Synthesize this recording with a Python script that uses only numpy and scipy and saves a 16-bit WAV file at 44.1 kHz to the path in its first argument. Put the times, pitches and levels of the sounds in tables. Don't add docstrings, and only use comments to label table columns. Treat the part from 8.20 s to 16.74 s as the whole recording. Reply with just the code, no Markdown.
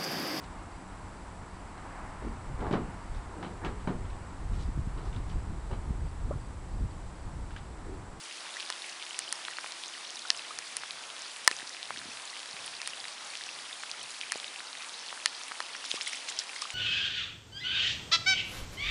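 import sys
import numpy as np
from scipy import signal
from scipy.fft import rfft, irfft, next_fast_len
from scipy.io import wavfile
from scipy.ndimage import uniform_filter1d, minimum_filter1d

SR = 44100
rng = np.random.default_rng(int(sys.argv[2]) if len(sys.argv) > 2 else 0)


def store_pcm(level_fs):
    pcm = np.round(np.clip(level_fs, -1, 1) * 32767).astype(np.int16)
    wavfile.write(sys.argv[1], SR, np.atleast_2d(pcm).T)


N = 376613


def undb(db):
    return 10 ** (np.asarray(db) / 20)


def level(x, db):
    return x * undb(db) / np.sqrt(np.mean(x ** 2))


def band(x, lo_hz, hi_hz, order=2):
    return signal.sosfilt(signal.butter(order, [lo_hz, hi_hz], "band", fs=SR, output="sos"), x)


def wander(turns_per_s):
    hold = int(SR / turns_per_s)
    steps = np.repeat(rng.standard_normal(N // hold + 1), hold)[:N]
    return level(uniform_filter1d(steps, hold), 0)


def place(start_s, sounds):
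    at = (start_s * SR).astype(int)[:, None] + np.arange(sounds.shape[1])
    return np.bincount(at.ravel(), sounds.ravel(), N)[:N]


def impacts(pitch_hz, width_hz, samples):
    t = np.arange(samples) / SR
    age = np.pi * width_hz[:, None] * t
    flow = age * np.exp(1 - age) * np.sin(2 * np.pi * pitch_hz[:, None] * t)
    pressure = np.diff(flow, axis=1, prepend=0)
    return pressure / np.abs(pressure).max(axis=1, keepdims=True)


def bubbles(pitch_hz, cycles, rise, samples):
    t = np.arange(samples) / SR
    ring_s = cycles / pitch_hz
    age = t / ring_s[:, None]
    turns = pitch_hz[:, None] * t * (1 + rise * age / 2)
    swell = np.minimum(turns, 1)
    return swell * np.exp(-np.log(1000) * age) * np.sin(2 * np.pi * turns)


def shower(count, centre_hz, octaves, spread_db, breadth, start_s=0):
    when, size, pitch, shape = rng.random((count, 4)).T
    hz = np.clip(centre_hz * 2 ** (octaves * np.log(pitch / (1 - pitch)) / 2), 1100, 9500)
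    gain = undb(-spread_db * np.log(size + .02))
    gain *= np.sqrt(hz / centre_hz)
    ticks = impacts(hz, breadth * hz * (shape + .5), samples=160)
    return place(start_s + (N / SR - start_s) * when, gain[:, None] * ticks)


def plinks(count, centre_hz, octaves, spread_db, cycles, start_s=0):
    when, size, up, down = rng.random((count, 4)).T
    hz = centre_hz * 2 ** (octaves * (up - down))
    gain = undb(-spread_db * np.log(size + .02)) * np.sqrt(hz / centre_hz)
    rings = bubbles(hz, cycles, rise=0.2, samples=640)
    return place(start_s + (N / SR - start_s) * when, gain[:, None] * rings)


# upper_hz, lower_hz
DRONE_PITCHES = [339, 269]
# time_s, upper_db, lower_db
DRONE_LEVELS = [(0, -69, -76.5), (1.4, -70, -77), (2.4, -72, -79), (3.0, -83, -79), (5.3, -98, -87),
                (6, -92, -74), (8.54, -92, -74.5)]
def far_drone(waver=0.00466, flutter_db=1.0):
    time_s, *tone_levels = np.transpose(DRONE_LEVELS)
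    hum = np.zeros(N)
    for pitch_hz, level_db in zip(DRONE_PITCHES, tone_levels):
        turns = np.cumsum(pitch_hz * (1 + waver * wander(9))) / SR
        tone = np.sin(2 * np.pi * turns) * undb(flutter_db * wander(12))
        hum += level(tone, np.interp(np.arange(N) / SR, time_s, level_db))
    return hum


# middle_s, level_db, half_length_s
GRIP_SHIFTS = [(2.65, -71, 0.33), (3.42, -69, .06), (3.818, -64, 0.12), (4.47, -68.5, .2), (5.4, -76.5, .8)]
# start_s, peak_db, pitch_hz
HAND_BUMPS = [(3.312, -37, 340), (3.428, -44.5, 280), (3.776, -47, 258), (3.855, -42.5, 240),
              (3.886, -44.5, 220), (4.338, -49.5, 167), (6.157, -27.5, 470), (7.741, -31, 360)]
def hand_on_camera(rest_db=-85, flutter_db=3.8):
    t = np.arange(N) / SR
    shifts = sum(undb(db) * np.exp(-((t - s) / half_s) ** 2) for s, db, half_s in GRIP_SHIFTS)
    rustle = band(rng.standard_normal(N), 71, 246) * undb(flutter_db * wander(22))
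    grip = level(rustle, 0) * (undb(rest_db) + shifts)
    start_s, peak_db, pitch_hz = np.transpose(HAND_BUMPS)
    width_hz = 2400 * (pitch_hz / 1000) ** 1.73
    bumps = undb(peak_db)[:, None] * impacts(pitch_hz, width_hz, samples=2048)
    return grip + place(start_s, bumps)


# frequency_hz, relative_db
HISS_TONE = [(50, -31), (120, -21.5), (200, -15), (300, -10), (495, -7), (735, -2), (1070, -1), (1500, -2),
             (2000, -2), (3300, -2.5), (5000, -3), (7100, -8.5), (9770, -8), (10900, -15.5), (13000, -39)]
def far_rain(hiss_db=-1, flicker_db=1.0):
    samples = next_fast_len(N, real=True)
    hz = np.arange(samples // 2 + 1) * SR / samples + 1
    frequency_hz, relative_db = np.transpose(HISS_TONE)
    tone_db = np.interp(np.log(hz), np.log(frequency_hz), relative_db)
    spectrum = rfft(rng.standard_normal(samples)) * undb(tone_db)
    octave = np.clip(np.log2(hz / 400), 0, 4).astype(int)
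    parts = [irfft(spectrum * (octave == k), samples)[:N] for k in range(5)]
    return level(sum(part * undb(flicker_db * wander(14)) for part in parts), hiss_db)


def patter(tick_db=-8.0, plink_db=-7.5, near_db=-12.5):
    ticks = shower(count=2600, centre_hz=3240, octaves=0.78, spread_db=6.5, breadth=0.42)
    rings = plinks(count=1100, centre_hz=3705, octaves=1.074, spread_db=4.0, cycles=45)
    near = shower(count=70, centre_hz=3000, octaves=0.64, spread_db=3.0, breadth=0.63)
    return level(ticks, tick_db) + level(rings, plink_db) + level(near, near_db)


# start_s, level_db, pitch_hz
CLOSE_DROPS = [(0.3997, -36.5, 3300), (0.525, -35.5, 3430), (0.8254, -38, 3190), (1.2509, -35.5, 3000),
               (1.2834, -34.5, 1340), (1.3856, -33, 1380), (1.444, -37, 910), (1.462, -39, 2000),
               (1.637, -36, 3230), (2.6353, -36, 1300), (2.7084, -35.5, 3710), (3.6295, -35.5, 3500),
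               (3.7063, -31, 980), (3.7736, -38, 3230), (4.2305, -40, 2900), (4.367, -40, 1900),
               (4.4787, -38.5, 2880), (4.8537, -38, 1990), (5.2379, -38, 4090), (5.6347, -36, 1430),
               (5.7146, -33, 4470), (6.0128, -32.5, 2930), (6.1285, -39, 1700), (6.2002, -38, 3520),
               (6.244, -35, 2900), (6.9275, -37, 990), (7.3135, -40, 1000), (7.319, -35, 1290),
               (7.5514, -37, 1530), (7.715, -26, 3380), (7.811, -34, 2300), (8.1978, -34.5, 4080),
               (8.504, -35, 2520)]
def close_drops():
    start_s, level_db, pitch_hz = np.transpose(CLOSE_DROPS)
    width_hz = 1120 * (pitch_hz / 1000) ** 0.44
    ticks = impacts(pitch_hz, width_hz, samples=220)
    gain = undb(level_db) / ticks.std(axis=1)
    return place(start_s, gain[:, None] * ticks)


# start_s, level_db, pitch_hz
BIG_BUBBLES = [(0.368, -27.5, 1900), (0.908, -28.5, 2980), (2.052, -31, 1410), (2.3073, -31.5, 1210),
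               (3.327, -28.5, 2530), (4.1, -29, 4300), (4.734, -28, 2780), (4.802, -26, 4700),
               (5.29, -27, 2640), (5.529, -26, 3560), (6.033, -27.5, 2310), (7.069, -35, 2350),
               (7.078, -29, 4440), (7.775, -34, 1150), (7.816, -23.5, 5000), (8.1896, -14, 5300),
               (8.362, -28, 2030), (8.422, -29.5, 1170)]
def big_bubbles(tick_db=-5):
    start_s, level_db, pitch_hz = np.transpose(BIG_BUBBLES)
    rings = bubbles(pitch_hz, cycles=41, rise=0.25, samples=4096)
    ticks = undb(tick_db) * impacts(pitch_hz, width_hz=0.69 * pitch_hz, samples=4096)
    return place(start_s, undb(level_db)[:, None] * (rings + ticks))


# pitch_hz, relative_db, ring_s (time to fade by 60 dB)
CASE_NOTES = [(1020, -16.5, 0.042), (1280, -2, 0.0086), (1772, -18.5, 0.054), (1865, 1.5, 0.0097),
              (2900, -10.5, 0.013), (3370, -2.5, 0.004), (4180, 0.5, 0.0068), (5000, 4, 0.0033),
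              (6000, -4, 0.0017), (8500, -5, 0.0021), (9520, -3, 0.0038)]
TAP_BAND_EDGES = [450, 1400, 2700, 4700, 7500, 10800]
# start_s, body_db, knock_db, crack_db, snap_db, spit_db
CAMERA_TAPS = [(0.5018, -36.5, -43, -36, -40, -40), (0.9907, -49, -42, -39, -39, -30),
               (1.1261, -44, -40, -39, -35, -29.5), (2.1032, -43, -32, -22.5, -24, -49),
               (2.388, -45, -41, -58, -34.5, -41.5), (2.568, -45, -50, -38.5, -43, -30),
               (3.2767, -20.5, -15.5, -19.5, -12.5, -17.5), (3.3134, -45, -34, -37, -40, -44),
               (4.6167, -49, -43, -41.5, -39, -52), (4.675, -46, -43, -37, -51, -33),
               (6.1206, -40.5, -31, -41, -32, -33), (7.059, -40, -26.5, -25, -28, -28.5),
               (7.4038, -30.5, -48, -36, -54, -44)]
def camera_taps(burst_s=0.00084):
    t = np.arange(2048) / SR
    ring = sum(undb(db) * np.exp(-np.log(1000) * t / ring_s) * np.cos(2 * np.pi * hz * t)
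               for hz, db, ring_s in CASE_NOTES)
    attack = SR // 200
    taps = np.zeros((len(CAMERA_TAPS), len(t)))
    for tap, (_, *band_levels) in zip(taps, CAMERA_TAPS):
        blow = ring + rng.standard_normal(len(t)) * np.exp(-t / burst_s)
        for k, db in enumerate(band_levels):
            part = band(blow, TAP_BAND_EDGES[k], TAP_BAND_EDGES[k + 1])
            sign = (-1) ** k
            tap += sign * part * undb(db) / part[:attack].std()
    return place(np.array(CAMERA_TAPS)[:, 0], taps)


# peak_s, strength_db, fall_s
SLOSHES = [(6.025, -44.5, .025), (6.168, -41, .015), (7.652, -41, 0.037), (7.705, -37, 0.033),
           (7.757, -34, 0.016), (7.812, -41, 0.03), (7.875, -35, 0.023), (7.928, -39.5, 0.07),
           (8.087, -34, 0.014), (8.195, -38, 0.026), (8.36, -43.5, 0.037), (8.419, -37.5, 0.028),
           (8.5, -46, .04)]
def splash(rise_s=.009, spray_db=-3, fizz_db=-2.0, foam_db=-4):
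    t = np.arange(N) / SR
    sloshes = [undb(db) * np.exp(-np.maximum((peak_s - t) / rise_s, (t - peak_s) / fall_s))
               for peak_s, db, fall_s in SLOSHES]
    stir = np.sqrt(sum(slosh ** 2 for slosh in sloshes))
    start_s = SLOSHES[0][0] - 2 * rise_s
    spray = shower(count=3600, centre_hz=4300, octaves=0.76, spread_db=4.5, breadth=0.16, start_s=start_s)
    fizz = plinks(count=1200, centre_hz=3900, octaves=1.28, spread_db=5.5, cycles=26, start_s=start_s)
    foam = band(rng.standard_normal(N), 2800, 5600, order=1)
    layers = [(spray, spray_db), (fizz, fizz_db), (foam, foam_db)]
    return stir * sum(x * undb(db) / x[int(start_s * SR):].std() for x, db in layers)


def scene(rain_db=-44, gust_db=.15, gusts_per_s=1.33):
    rain = (patter() + far_rain()) * undb(rain_db + gust_db * wander(gusts_per_s))
    close = close_drops() + big_bubbles() + camera_taps() + splash() + hand_on_camera()
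    return (rain + close + far_drone())[None]


def record(dry, ceiling=1.0, bass_cut_hz=70, treble_cut_hz=10700):
    thin = signal.sosfilt(signal.butter(2, bass_cut_hz, "high", fs=SR, output="sos"), dry)
    allowed = ceiling / np.maximum(np.abs(thin), ceiling)
    gain = uniform_filter1d(minimum_filter1d(allowed, size=21), size=21)
    return signal.sosfilt(signal.ellip(8, .2, 70, treble_cut_hz, fs=SR, output="sos"), thin * gain)


dry = scene()
out = record(dry)
store_pcm(out)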